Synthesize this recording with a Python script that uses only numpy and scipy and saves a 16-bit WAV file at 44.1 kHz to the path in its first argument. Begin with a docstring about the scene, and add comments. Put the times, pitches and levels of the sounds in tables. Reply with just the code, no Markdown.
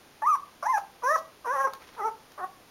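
"""Under a faint bed of coloured noise for room hiss, a young puppy whimpers six times, each cry lower than the last.
The cries are arched stacks of partials with a pop in front, a rough catch at both ends and rasping air on top.
Noise puffs trail the second and third; the fourth and longest breaks into a lower octave. Then come two wet
clicks of dying noise, three grainy strokes of bedding, the fifth cry, one more click and the lowest cry.
Short echoes, a diffuse tail and ringing modes put it all in a small room."""
import sys
import numpy as np
from scipy import signal
from scipy.fft import rfft, irfft, next_fast_len
from scipy.io import wavfile
from scipy.ndimage import uniform_filter1d, map_coordinates

SR = 44100
rng = np.random.default_rng(int(sys.argv[2]) if len(sys.argv) > 2 else 0)


def log_audio(samples):
    """Write samples as a 16-bit WAV file to the path given in sys.argv[1]."""
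    # one column per channel
    frames = np.atleast_2d(samples).T
    # limit to full scale, then quantise
    limited = np.clip(frames, -1, 1)
    pcm = np.round(limited * 32767).astype(np.int16)
    wavfile.write(sys.argv[1], SR, pcm)


N = 119070
TOP_HZ = 15850  # band limit of the cries and of the whole mix


def amp(db):
    """Decibels to gain."""
    return 10 ** (np.asarray(db) / 20)


def unit(x):
    """Scale to rms 1."""
    return x / np.sqrt(np.mean(x ** 2) + 1e-20)


def along(points, hz):
    """Read a curve of (Hz, value) points on a log frequency axis."""
    point_hz, values = np.transpose(points)
    return np.interp(np.log(hz + 1), np.log(point_hz + 1), values)


def wobble(rate, span=slice(None)):
    """A smooth random curve, rate knots a second."""
    knots = rng.standard_normal(N // 8)
    return map_coordinates(knots, [np.arange(N)[span] * rate / SR], mode="mirror")


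def filtered(x, response):
    """Shape the spectrum of x by a response of frequency."""
    size = next_fast_len(N + SR // 2)
    return irfft(rfft(x, size) * response(np.fft.rfftfreq(size, 1 / SR)), size)[:N]


def noise(colour):
    """Coloured noise of rms 1."""
    return unit(filtered(rng.standard_normal(N), lambda hz: amp(along(colour, hz))))


FLOOR_DB = -55
# Colour of the room hiss: (frequency [Hz], relative density [dB per Hz])
FLOOR = [(25, -7), (300, 0), (1000, -3.5), (2200, -8.5), (9600, -15), (15500, -22)]


def hiss():
    """Steady coloured noise, the faint bed under everything."""
    return amp(FLOOR_DB) * noise(FLOOR)


ROOM_DB, ROOM_DELAY_S, MODE_T60 = -11, .012, 0.33  # tail level, delay of tail and modes, mode decay [s]
# Early echoes off near walls: (delay [s], gain [signed factor])
WALLS = [(.0031, 0.13), (.0074, -.14), (0.0116, .12), (0.0234, .1)]
# Decay of the diffuse tail: (frequency [Hz], time to fall 60 dB [s])
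ROOM_T60 = [(300, 0.42), (1000, 0.33), (2000, 0.15), (14000, 0.34)]
# Standing waves of the room: (frequency [Hz], level [dB])
ROOM_MODES = [(646, -1), (785, -2), (1077, -12), (1600, -5), (1935, -3.5)]


def room(x):
    """A few near walls, then a diffuse tail that dies fastest near 2 kHz, and standing waves that ring on."""
    hz, t, grains = signal.stft(rng.standard_normal(SR // 2), SR, nperseg=256)
    decay = amp(-60 * t / along(ROOM_T60, hz)[:, None])
    tail = signal.istft(grains * decay, SR, nperseg=256)[1]
    t = np.arange(len(tail)) / SR
    fade = amp(-60 * t / MODE_T60)
    modes = sum(amp(db) * np.cos(2 * np.pi * f * t) for f, db in ROOM_MODES)
    ring = 2 * fade / fade.sum() * modes
    late = signal.fftconvolve(x, amp(ROOM_DB) * tail / np.linalg.norm(tail) + ring)[:N]
    early = filtered(x, lambda f: sum(g * np.exp(-2j * np.pi * f * s) for s, g in WALLS))
    return early + filtered(late, lambda f: np.exp(-2j * np.pi * f * ROOM_DELAY_S))


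# Paws brush the bedding: (centre time [s], time from centre to 1/e [s], level [dB])
RUSTLES = [(1.833, 0.021, -48.5), (1.885, 0.018, -50.5), (1.942, 0.025, -53.5)]
# Colour of the rustle: (frequency [Hz], relative level [dB])
RUSTLE_COLOUR = [(150, -3), (1200, 4), (4200, -6.5), (15000, -23)]


def bedding():
    """Short strokes over the fleece: noise made grainy by a fast random level."""
    t = np.arange(N) / SR
    strokes = sum(amp(db) * np.exp(-((t - s) / spread) ** 2) for s, spread, db in RUSTLES)
    grain = amp(3.4 * wobble(600))
    return strokes * unit(noise(RUSTLE_COLOUR) * grain)


PUFF_SPREAD_S = 0.015  # from the centre to 1/e
# Puffs of air: (centre time [s], level [dB])
PUFFS = [(0.79, -53.5), (1.182, -46.5)]
# Colour of the puffs: (frequency [Hz], relative level [dB])
PUFF_COLOUR = [(1500, 3), (2900, 3), (6000, 14), (9000, 4), (15000, 1)]


def puffs():
    """Air escapes through the puppy's nose as a cry lets go."""
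    t = np.arange(N) / SR
    swells = sum(amp(db) * np.exp(-((t - s) / PUFF_SPREAD_S) ** 2) for s, db in PUFFS)
    return noise(PUFF_COLOUR) * swells


CLICK_T60 = 0.02  # time to fall 60 dB [s]
# Wet mouth clicks: (time [s], level at onset [dB])
CLICKS = [(1.7354, -33.5), (1.751, -45), (2.319, -43)]
# Colour of the clicks: (frequency [Hz], relative level [dB])
CLICK_COLOUR = [(200, -19), (1000, 8), (2600, -6), (3600, 0.5), (5500, -3.5), (15000, -11)]


def mouth():
    """Each click is a burst of noise that starts hard and dies at once."""
    t = np.arange(N) / SR
    bursts = sum((t >= s) * amp(db - 60 * np.abs(t - s) / CLICK_T60) for s, db in CLICKS)
    return noise(CLICK_COLOUR) * bursts


POP_RISE_S, POP_LEAD_S = 0.0063, 0.00439  # time to the peak, head start on the cry
# The mouth, rung as the folds burst open: (frequency [Hz], level [dB])
POP_MODES = [(600, -10), (1150, -1.5), (1750, -31)]


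def pop(start, pop_db):
    """The folds burst open and ring the mouth for a few cycles."""
    t = np.maximum(np.arange(N) / SR - start + POP_LEAD_S, 0)
    u = t / POP_RISE_S
    swell = (u * np.exp(1 - u)) ** 2
    return amp(pop_db) * swell * sum(amp(db) * np.sin(2 * np.pi * hz * t) for hz, db in POP_MODES)


ATTACK_S, RELEASE_S, ROUGH_END_S = .005, 0.0066, 0.0081
GLIDE_S = 0.0033  # pitch is averaged over this, to round its corners
UPPER_HZ = 1660  # the high overtones begin here and have their full trim an octave up
JITTER, JITTER_HZ, SHIMMER_DB = 0.0014, 448.5, 0.5  # clean voice: share of pitch, knots a second, level
CATCH_JITTER, BREAK_JITTER = 0.088, 0.012  # added jitter where it catches or breaks, share of pitch
CATCH_SUB = 0.43  # gain of the in-between partials in the catch
CATCH_BRIGHT_DB = 0.5  # tight folds lift the second harmonic
BREAK_DULL_DB = -6  # the break drains the third harmonic
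FLUTTER_DB, FLUTTER_HZ = 1.94, 69.8  # each partial wavers on its own, more in the break (knots a second)
BREAK_SLIP, SLIP_HZ = 0.34, 130  # in-between partials slip out of step (radians, knots a second)
RASP_DB, CATCH_RASP_DB = -33, 12.5  # air against the voice, and its lift in catch or break
# One table for each cry: (time [s], pitch [Hz], level [dB])
CRY_1 = [(0.223, 848, -31), (0.236, 877, -26.5), (0.254, 986, -28.5), (0.274, 1190, -17.5),
         (0.296, 1279, -21.5), (0.33, 1164, -20.5), (0.351, 1137, -21.5), (0.36, 1060, -31)]
CRY_2 = [(0.629, 724, -34), (0.652, 707.5, -34.5), (0.668, 905, -21), (0.681, 1011, -32.5),
         (0.702, 1047, -21.5), (0.72, 1035, -26), (0.731, 913, -29.5), (0.744, 868, -21.5),
         (0.783, 756.5, -27)]
CRY_3 = [(1.025, 516, -48), (1.038, 476, -28), (1.079, 537.4, -22.5), (1.11, 606, -21.5),
         (1.135, 646, -26.5), (1.156, 643.8, -23), (1.161, 524, -19.5), (1.168, 505, -32.5)]
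CRY_4 = [(1.449, 545, -44), (1.458, 532, -33.5), (1.478, 463, -29.5), (1.498, 491.7, -26),
         (1.54, 581.4, -27.5), (1.58, 527.3, -27), (1.615, 548.1, -23), (1.656, 533.4, -22),
         (1.667, 520, -31.5), (1.675, 410, -29), (1.684, 427, -37.5)]
CRY_5 = [(1.968, 472, -50), (1.982, 437.3, -41), (2.0, 432.8, -32), (2.024, 389.6, -31.5),
         (2.046, 436.6, -28.5), (2.072, 456.3, -24.5), (2.086, 426, -28.5), (2.096, 421, -45)]
CRY_6 = [(2.38, 443.5, -45), (2.402, 398.7, -36), (2.42, 357.6, -35), (2.444, 376.6, -26.5),
         (2.456, 366, -47.5)]
# The cries in turn: (cry table, rough start [s], opening pop [dB], high overtones [dB], fourth harmonic [dB])
CRIES = [(CRY_1, 0.0028, -30, -8, 0), (CRY_2, 0.036, -26.5, 0, 0), (CRY_3, 0.01105, -36, 0.53, -11),
         (CRY_4, 0.028, -32.5, -5, -7), (CRY_5, 0.04, -48, -8.5, -17.5), (CRY_6, 0.028, -35, -38, -1.4)]
# The folds beat unevenly, adding the octave below: (time [s], gain of in-between partials [factor])
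BREAK = [(1.535, 0.34), (1.56, 0.64), (1.59, 0.58), (1.625, 0.28), (1.665, 0)]
# Throat and mouth resonance: (frequency [Hz], relative level [dB])
THROAT = [(250, -41), (400, -8.5), (620, -7), (750, -1.5), (815, -3), (880, 0.5), (1180, 1.5), (1420, -8),
          (1650, -7.5), (2080, -14.5), (2200, -29), (2450, -28), (3000, -52.5), (3900, -41), (4700, -46.5),
          (5800, -20), (7000, -37), (8800, -50), (10300, -33.5), (13300, -47), (15000, -45)]
# Air rasping through the folds: (frequency [Hz], relative density [dB per Hz])
RASP = [(300, -53), (1200, -52), (2400, 4), (4700, -24.5), (5700, -5.5), (8800, -1), (12000, -1.5),
        (13400, -17), (15000, -18)]


def cry(rows, rough_start, pop_db, overtones_db, fourth_db, count=80):
    """Vocal folds ring the throat; they catch at both ends, and the rasping air swells once a cycle."""
    s, *columns = np.transpose(rows)
    now = np.arange(N) / SR
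    span = (now > s[0] - ATTACK_S) & (now < s[-1] + RELEASE_S)
    t = now[span]
    pitch, level_db = (np.interp(t, s, c) for c in columns)
    pitch = uniform_filter1d(pitch, int(GLIDE_S * SR) + 1, mode="nearest")
    gate = np.sin(np.pi / 2 * np.interp(t, [t[0], s[0], s[-1], t[-1]], [0, 1, 1, 0])) ** 2

    catch_in = np.exp(-(np.maximum(t - s[0], 0) / rough_start) ** 2)
    catch_out = np.exp(-(np.maximum(s[-1] - t, 0) / ROUGH_END_S) ** 2)
    catch = np.maximum(catch_in, catch_out)
    broken = np.interp(t, *np.transpose(BREAK), left=0, right=0)
    jitter = JITTER + CATCH_JITTER * catch + BREAK_JITTER * broken
    phase = 2 * np.pi * np.cumsum(pitch * (1 + jitter * wobble(JITTER_HZ)[span])) / SR

    # Whole orders are harmonics; the halves between them give the lower octave
    order = 1 + np.arange(count)[:, None] / 2
    hz = order * pitch
    colour_db = along(THROAT, hz) + overtones_db * np.clip(hz / UPPER_HZ - 1, 0, 1)
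    colour_db += fourth_db * (order == 4)
    colour_db += BREAK_DULL_DB * broken * (order == 3)
    colour_db += CATCH_BRIGHT_DB * catch * (order == 2)
    colour_db += FLUTTER_DB * (1 + broken) * np.array([wobble(FLUTTER_HZ, span) for _ in order])
    share = np.where(order % 1 == 0, 1, broken + CATCH_SUB * catch)
    gains = amp(colour_db) * share * (hz < TOP_HZ)

    slip = BREAK_SLIP * broken * np.array([wobble(SLIP_HZ, span) for _ in order]) * (order % 1 > 0)
    start_phase = rng.uniform(0, 2 * np.pi, (count, 1))
    partials = gains * np.sin(order * phase + slip + start_phase)
    tone = partials.sum(0) / np.sqrt((gains ** 2).sum(0) / 2)  # even power, so the level curve rules
    voice = amp(level_db + SHIMMER_DB * wobble(JITTER_HZ)[span]) * tone

    air_db = level_db + RASP_DB + CATCH_RASP_DB * np.maximum(catch, broken)
    air = amp(air_db) * noise(RASP)[span] * (1 + .5 * np.cos(phase))
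    out = pop(s[0], pop_db)
    out[span] += gate * (voice + air)
    return out


def scene():
    """The puppy and its bedding in the room, over the hiss."""
    puppy = sum(cry(*row) for row in CRIES) + puffs() + mouth() + bedding()
    return (puppy + room(puppy) + hiss())[None]


NOTCH_HZ, NOTCH_WIDTH_HZ = 7886, 676  # centre, and distance to the half-depth point


def record(dry):
    """Cut a deep notch in the treble and keep nothing above the band limit."""
    def response(hz):
        offset = np.abs(hz - NOTCH_HZ) ** 2
        notch = offset / (offset + NOTCH_WIDTH_HZ ** 2) * 0.92 + 0.04  # gain 0.04 at the bottom
        return notch * (hz < TOP_HZ)
    return filtered(dry[0], response)[None]


dry = scene()
out = record(dry)
log_audio(out)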